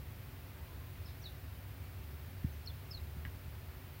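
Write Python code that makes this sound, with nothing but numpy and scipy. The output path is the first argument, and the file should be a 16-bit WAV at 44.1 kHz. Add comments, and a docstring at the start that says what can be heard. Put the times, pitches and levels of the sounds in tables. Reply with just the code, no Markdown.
"""A small bird gives four thin, falling chirps in two pairs, with one faint high peep between the pairs.
Each is a gliding, nearly pure tone, smeared by reflections from nearby surfaces.
Beneath lie a low rumble, a faint hum, a quiet hiss and a few calls of distant birds.
Close to the microphone, brief forces excite damped modes: a soft handling thump,
several fainter bumps and one small click."""
import sys
import numpy as np
from scipy import signal
from scipy.fft import rfft, irfft
from scipy.io import wavfile

SR = 44100
rng = np.random.default_rng(int(sys.argv[2]) if len(sys.argv) > 2 else 0)


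def waveform_to_disk(signal):
    """Save audio, clipped to [-1, 1], as 16-bit WAV at the path in sys.argv[1]."""
    frames = np.transpose(np.atleast_2d(signal))
    scaled = np.clip(frames, -1, 1) * 32767
    samples = np.round(scaled).astype(np.int16)
    wavfile.write(sys.argv[1], SR, samples)


N = 176400
TIME = np.arange(N) / SR

# spectrum of the rumble: f/Hz, relative spectral level/dB
RUMBLE_SPECTRUM = [(20, -27), (32, -18), (50, -5.5), (70, 3.5), (92, 2.5), (118, -3.5), (150, -11.5),
                   (200, -17.5), (265, -18.5), (330, -28.5), (600, -50.5)]
# envelope of the rumble: t/s, rms level/dB
RUMBLE_ENVELOPE = [(0, -48), (.8, -48.5), (1.6, -49), (2.8, -49), (3.15, -47.5), (3.6, -50), (4, -50.5)]
# partials of the hum: f/Hz, rms level/dB
HUM_PARTIALS = [(73, -57), (97, -58.5), (139, -61), (231, -74.5), (280, -73), (375, -71)]
# spectrum of the hiss: f/Hz, relative spectral level/dB
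HISS_SPECTRUM = [(100, -5), (400, 1), (700, -0.5), (1100, -3), (1700, -3.5), (2500, -5), (3300, -9),
                 (4800, -12), (6300, -18), (8000, -19), (10000, -16), (12500, -12), (15500, -5.5)]
# notes of distant birds: centre t/s, duration/s, f/Hz, level/dB
DISTANT_NOTES = [(.59, .07, 930, -69), (.715, .06, 1000, -65), (.84, .12, 1060, -70),
                 (1.86, .16, 2300, -71)]
# contour of each falling whistle, one list per chirp: t/s, f/Hz, relative level/dB
CHIRP_CONTOURS = [
    [(1.056, 5440, -65), (1.061, 5190, -51.5), (1.067, 4670, -70), (1.074, 4220, -61), (1.087, 3720, -61),
     (1.098, 3250, -71)],
    [(1.214, 6200, -70), (1.230, 5450, -59), (1.237, 4730, -69), (1.243, 4350, -50), (1.252, 4150, -56),
     (1.261, 3900, -42.5), (1.274, 3500, -55), (1.290, 3500, -62)],
    [(2.522, 6270, -74), (2.537, 6120, -65), (2.545, 6100, -73)],
    [(2.661, 5550, -58), (2.663, 5390, -49), (2.668, 4590, -65), (2.675, 4320, -38.5), (2.683, 4070, -48),
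     (2.692, 3760, -70), (2.702, 3420, -52), (2.712, 3430, -61)],
    [(2.906, 5460, -60), (2.913, 5200, -42.5), (2.923, 4830, -48), (2.930, 4620, -57), (2.943, 4440, -50),
     (2.949, 4280, -43.5), (2.964, 4090, -56), (2.980, 3840, -49), (2.989, 3700, -77)],
]
# reflections from nearby surfaces, one row per chirp: relative level/dB, T60/s
NEAR_REFLECTIONS = [(-1, 0.26), (-2.5, 0.16), (-8, 0.13), (-7.5, .075), (-6, .06)]
# narrow bands in which the surroundings ring on: f/Hz, peak gain/dB, T60/s
SURROUNDING_RESONANCES = [(3580, -7, .35), (4300, -9, 0.1), (5280, -4, .12)]
# soft handling impacts: t/s, impulse level/dB, contact time/s
BUMP_IMPACTS = [(2.280, -36, 0.0044), (2.4395, -20.5, 0.0037), (2.906, -32.5, 0.0074),
                (2.982, -25.5, 0.011), (3.162, -35, 0.0043), (3.173, -31, 0.0088), (3.251, -39, .002),
                (3.266, -28.5, .008), (3.471, -32.5, 0.0074)]
# modes excited by a bump: f/Hz, gain/dB, T60/s
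BUMP_RESONANCES = [(74.2, -6, 0.19), (118, 0.5, 0.049), (174, 1, 0.034), (270, -6, 0.051)]
# the click and its small rebounds: t/s, impulse level/dB
CLICK_IMPACTS = [(3.2515, -30.5), (3.256, -53), (3.2600, -46), (3.2668, -40.5)]
# modes excited by the click: f/Hz, gain/dB, T60/s
CLICK_RESONANCES = [(1615, -19, .07), (1830, 0, 0.0061), (2260, -23, .04), (2830, -21, 0.029),
                    (3130, -8, .003), (4600, -19, .002)]


def from_db(db):
    """Amplitude ratio: a factor of ten for every 20 dB."""
    return 10 ** (np.asarray(db) / 20)


def unit_rms(x):
    """Normalisation to unit mean power."""
    return x / np.sqrt(np.mean(x ** 2) + 1e-20)


def drift(corner_hz):
    """Random fluctuation: white noise through a two-pole low-pass, at unit rms."""
    r = np.exp(-2 * np.pi * corner_hz / SR)
    return unit_rms(signal.lfilter([1], [1, -2 * r, r * r], rng.standard_normal(N + SR))[SR:])


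def coloured_noise(spectrum):
    """Spectral shaping: white noise weighted over log frequency, at unit rms."""
    hz, db = np.transpose(spectrum)
    bins_hz = np.maximum(np.arange(N // 2 + 1) * SR / N, 1)
    gain = from_db(np.interp(np.log(bins_hz), np.log(hz), db))
    return unit_rms(irfft(rfft(rng.standard_normal(N)) * gain, N))


def rumble():
    """Amplitude modulation: low-frequency noise follows a slow envelope."""
    return from_db(np.interp(TIME, *np.transpose(RUMBLE_ENVELOPE))) * coloured_noise(RUMBLE_SPECTRUM)


def hum(waver_db=1, wander_hz=0.82):
    """Superposition of low partials, each wandering slightly in level and frequency."""
    out = 0
    for hz, db in HUM_PARTIALS:
        amplitude = np.sqrt(2) * from_db(db - waver_db * drift(1.26))
        phase = 2 * np.pi * np.cumsum(hz + wander_hz * drift(1.9)) / SR
        out = out + amplitude * np.sin(phase)
    return out


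def hiss(level_db=-55.5):
    """Stationary broadband noise, heard as an even hiss."""
    return from_db(level_db) * coloured_noise(HISS_SPECTRUM)


def distant_birds(waver_share=0.035):
    """Random frequency modulation blurs faint notes that swell and fade in Gaussian envelopes."""
    phase_per_hz = 2 * np.pi * np.cumsum(1 + waver_share * drift(60)) / SR
    out = 0
    for centre, duration, hz, db in DISTANT_NOTES:
        envelope = from_db(db) * np.exp(-(2 * (TIME - centre) / duration) ** 2)
        out = out + envelope * np.sqrt(2) * np.sin(hz * phase_per_hz)
    return out


def bird(gain_db=-4.5, edge_s=0.0012, waver_share=0.0081, flutter_db=1.84):
    """Frequency glide: unsteady, nearly pure whistles fall fast and scatter off nearby surfaces."""
    waver = 1 + waver_share * drift(147)
    unsteady_db = gain_db + flutter_db * drift(160)
    out = 0
    for contour, (scatter_db, t60) in zip(CHIRP_CONTOURS, NEAR_REFLECTIONS):
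        times, hz, db = np.transpose(contour)
        gate = np.clip(1 + np.minimum(TIME - times[0], times[-1] - TIME) / edge_s, 0, 1)
        envelope = gate * from_db(unsteady_db + np.interp(TIME, times, db))
        phase = 2 * np.pi * np.cumsum(np.interp(TIME, times, hz) * waver) / SR
        whistle = envelope * np.sqrt(2) * np.sin(phase)
        out = out + whistle + from_db(scatter_db) * reflections(whistle, t60)
    return out


def reflections(x, t60, delay_s=0.005):
    """Diffuse reverberation: convolution with exponentially decaying noise of unit energy."""
    t = TIME[:SR]
    response = rng.standard_normal(SR) * np.exp(-np.log(1000) * t / t60) * (t > delay_s)
    return signal.fftconvolve(x, response / np.sqrt(np.sum(response ** 2)))[:N]


def pole(hz, t60):
    """Damped oscillator: its decay factor and phase advance per sample."""
    return np.exp(-np.log(1000) / (t60 * SR)), 2 * np.pi * hz / SR


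def resonance(x, hz, t60):
    """Forced resonance: a narrow band passes, with unit gain at its peak."""
    r, w = pole(hz, t60)
    return (1 - r * r) / 2 * signal.lfilter([1, 0, -1], [1, -2 * r * np.cos(w), r * r], x + 1e-18)


def surroundings(x, echo_s=0.09, echo_db=-24, tail_db=-23):
    """Resonance and reflection add ringing, one distant wall's echo and a reverberant tail."""
    ringing = sum(from_db(db) * resonance(x, hz, t60) for hz, db, t60 in SURROUNDING_RESONANCES)
    echo = from_db(echo_db) * np.interp(TIME - echo_s, TIME, x)
    return x + ringing + echo + from_db(tail_db) * reflections(x, t60=0.9)


def modal_response(force, modes):
    """Modal superposition: a force excites damped modes, which add with alternating signs."""
    out = 0
    for k, (hz, db, t60) in enumerate(modes):
        r, w = pole(hz, t60)
        mode = signal.lfilter([0, np.sin(w)], [1, -2 * r * np.cos(w), r * r], force + 1e-18)
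        out = out + (-1) ** k * from_db(db) * mode
    return out


def handling_bumps():
    """Contact time limits bandwidth: the longer a padded impact lasts, the duller its knock."""
    force = 0
    for onset, db, contact_s in BUMP_IMPACTS:
        pulse = np.sin(np.pi * np.clip((TIME - onset) / contact_s, 0, 1)) ** 2
        force = force + from_db(db) * pulse / pulse.sum()
    return modal_response(force, BUMP_RESONANCES)


def click(scatter_db=-7.5):
    """Impulse excitation: a tap and its rebounds give a short, plastic-like ring with reflections."""
    force = np.zeros(N)
    for onset, db in CLICK_IMPACTS:
        force[int(onset * SR)] += from_db(db)
    direct = modal_response(force, CLICK_RESONANCES)
    return direct + from_db(scatter_db) * reflections(direct, t60=0.12)


def scene():
    """Linear superposition: all sources add at one microphone, the same in both channels."""
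    background = rumble() + hum() + hiss()
    mono = background + surroundings(bird()) + distant_birds() + handling_bumps() + click()
    return np.array([mono, mono])


def record(dry, cutoff_hz=15800):
    """Band limiting: a steep elliptic low-pass removes the highest treble."""
    return signal.sosfilt(signal.ellip(12, .1, 80, cutoff_hz, fs=SR, output="sos"), dry)


dry = scene()
out = record(dry)
waveform_to_disk(out)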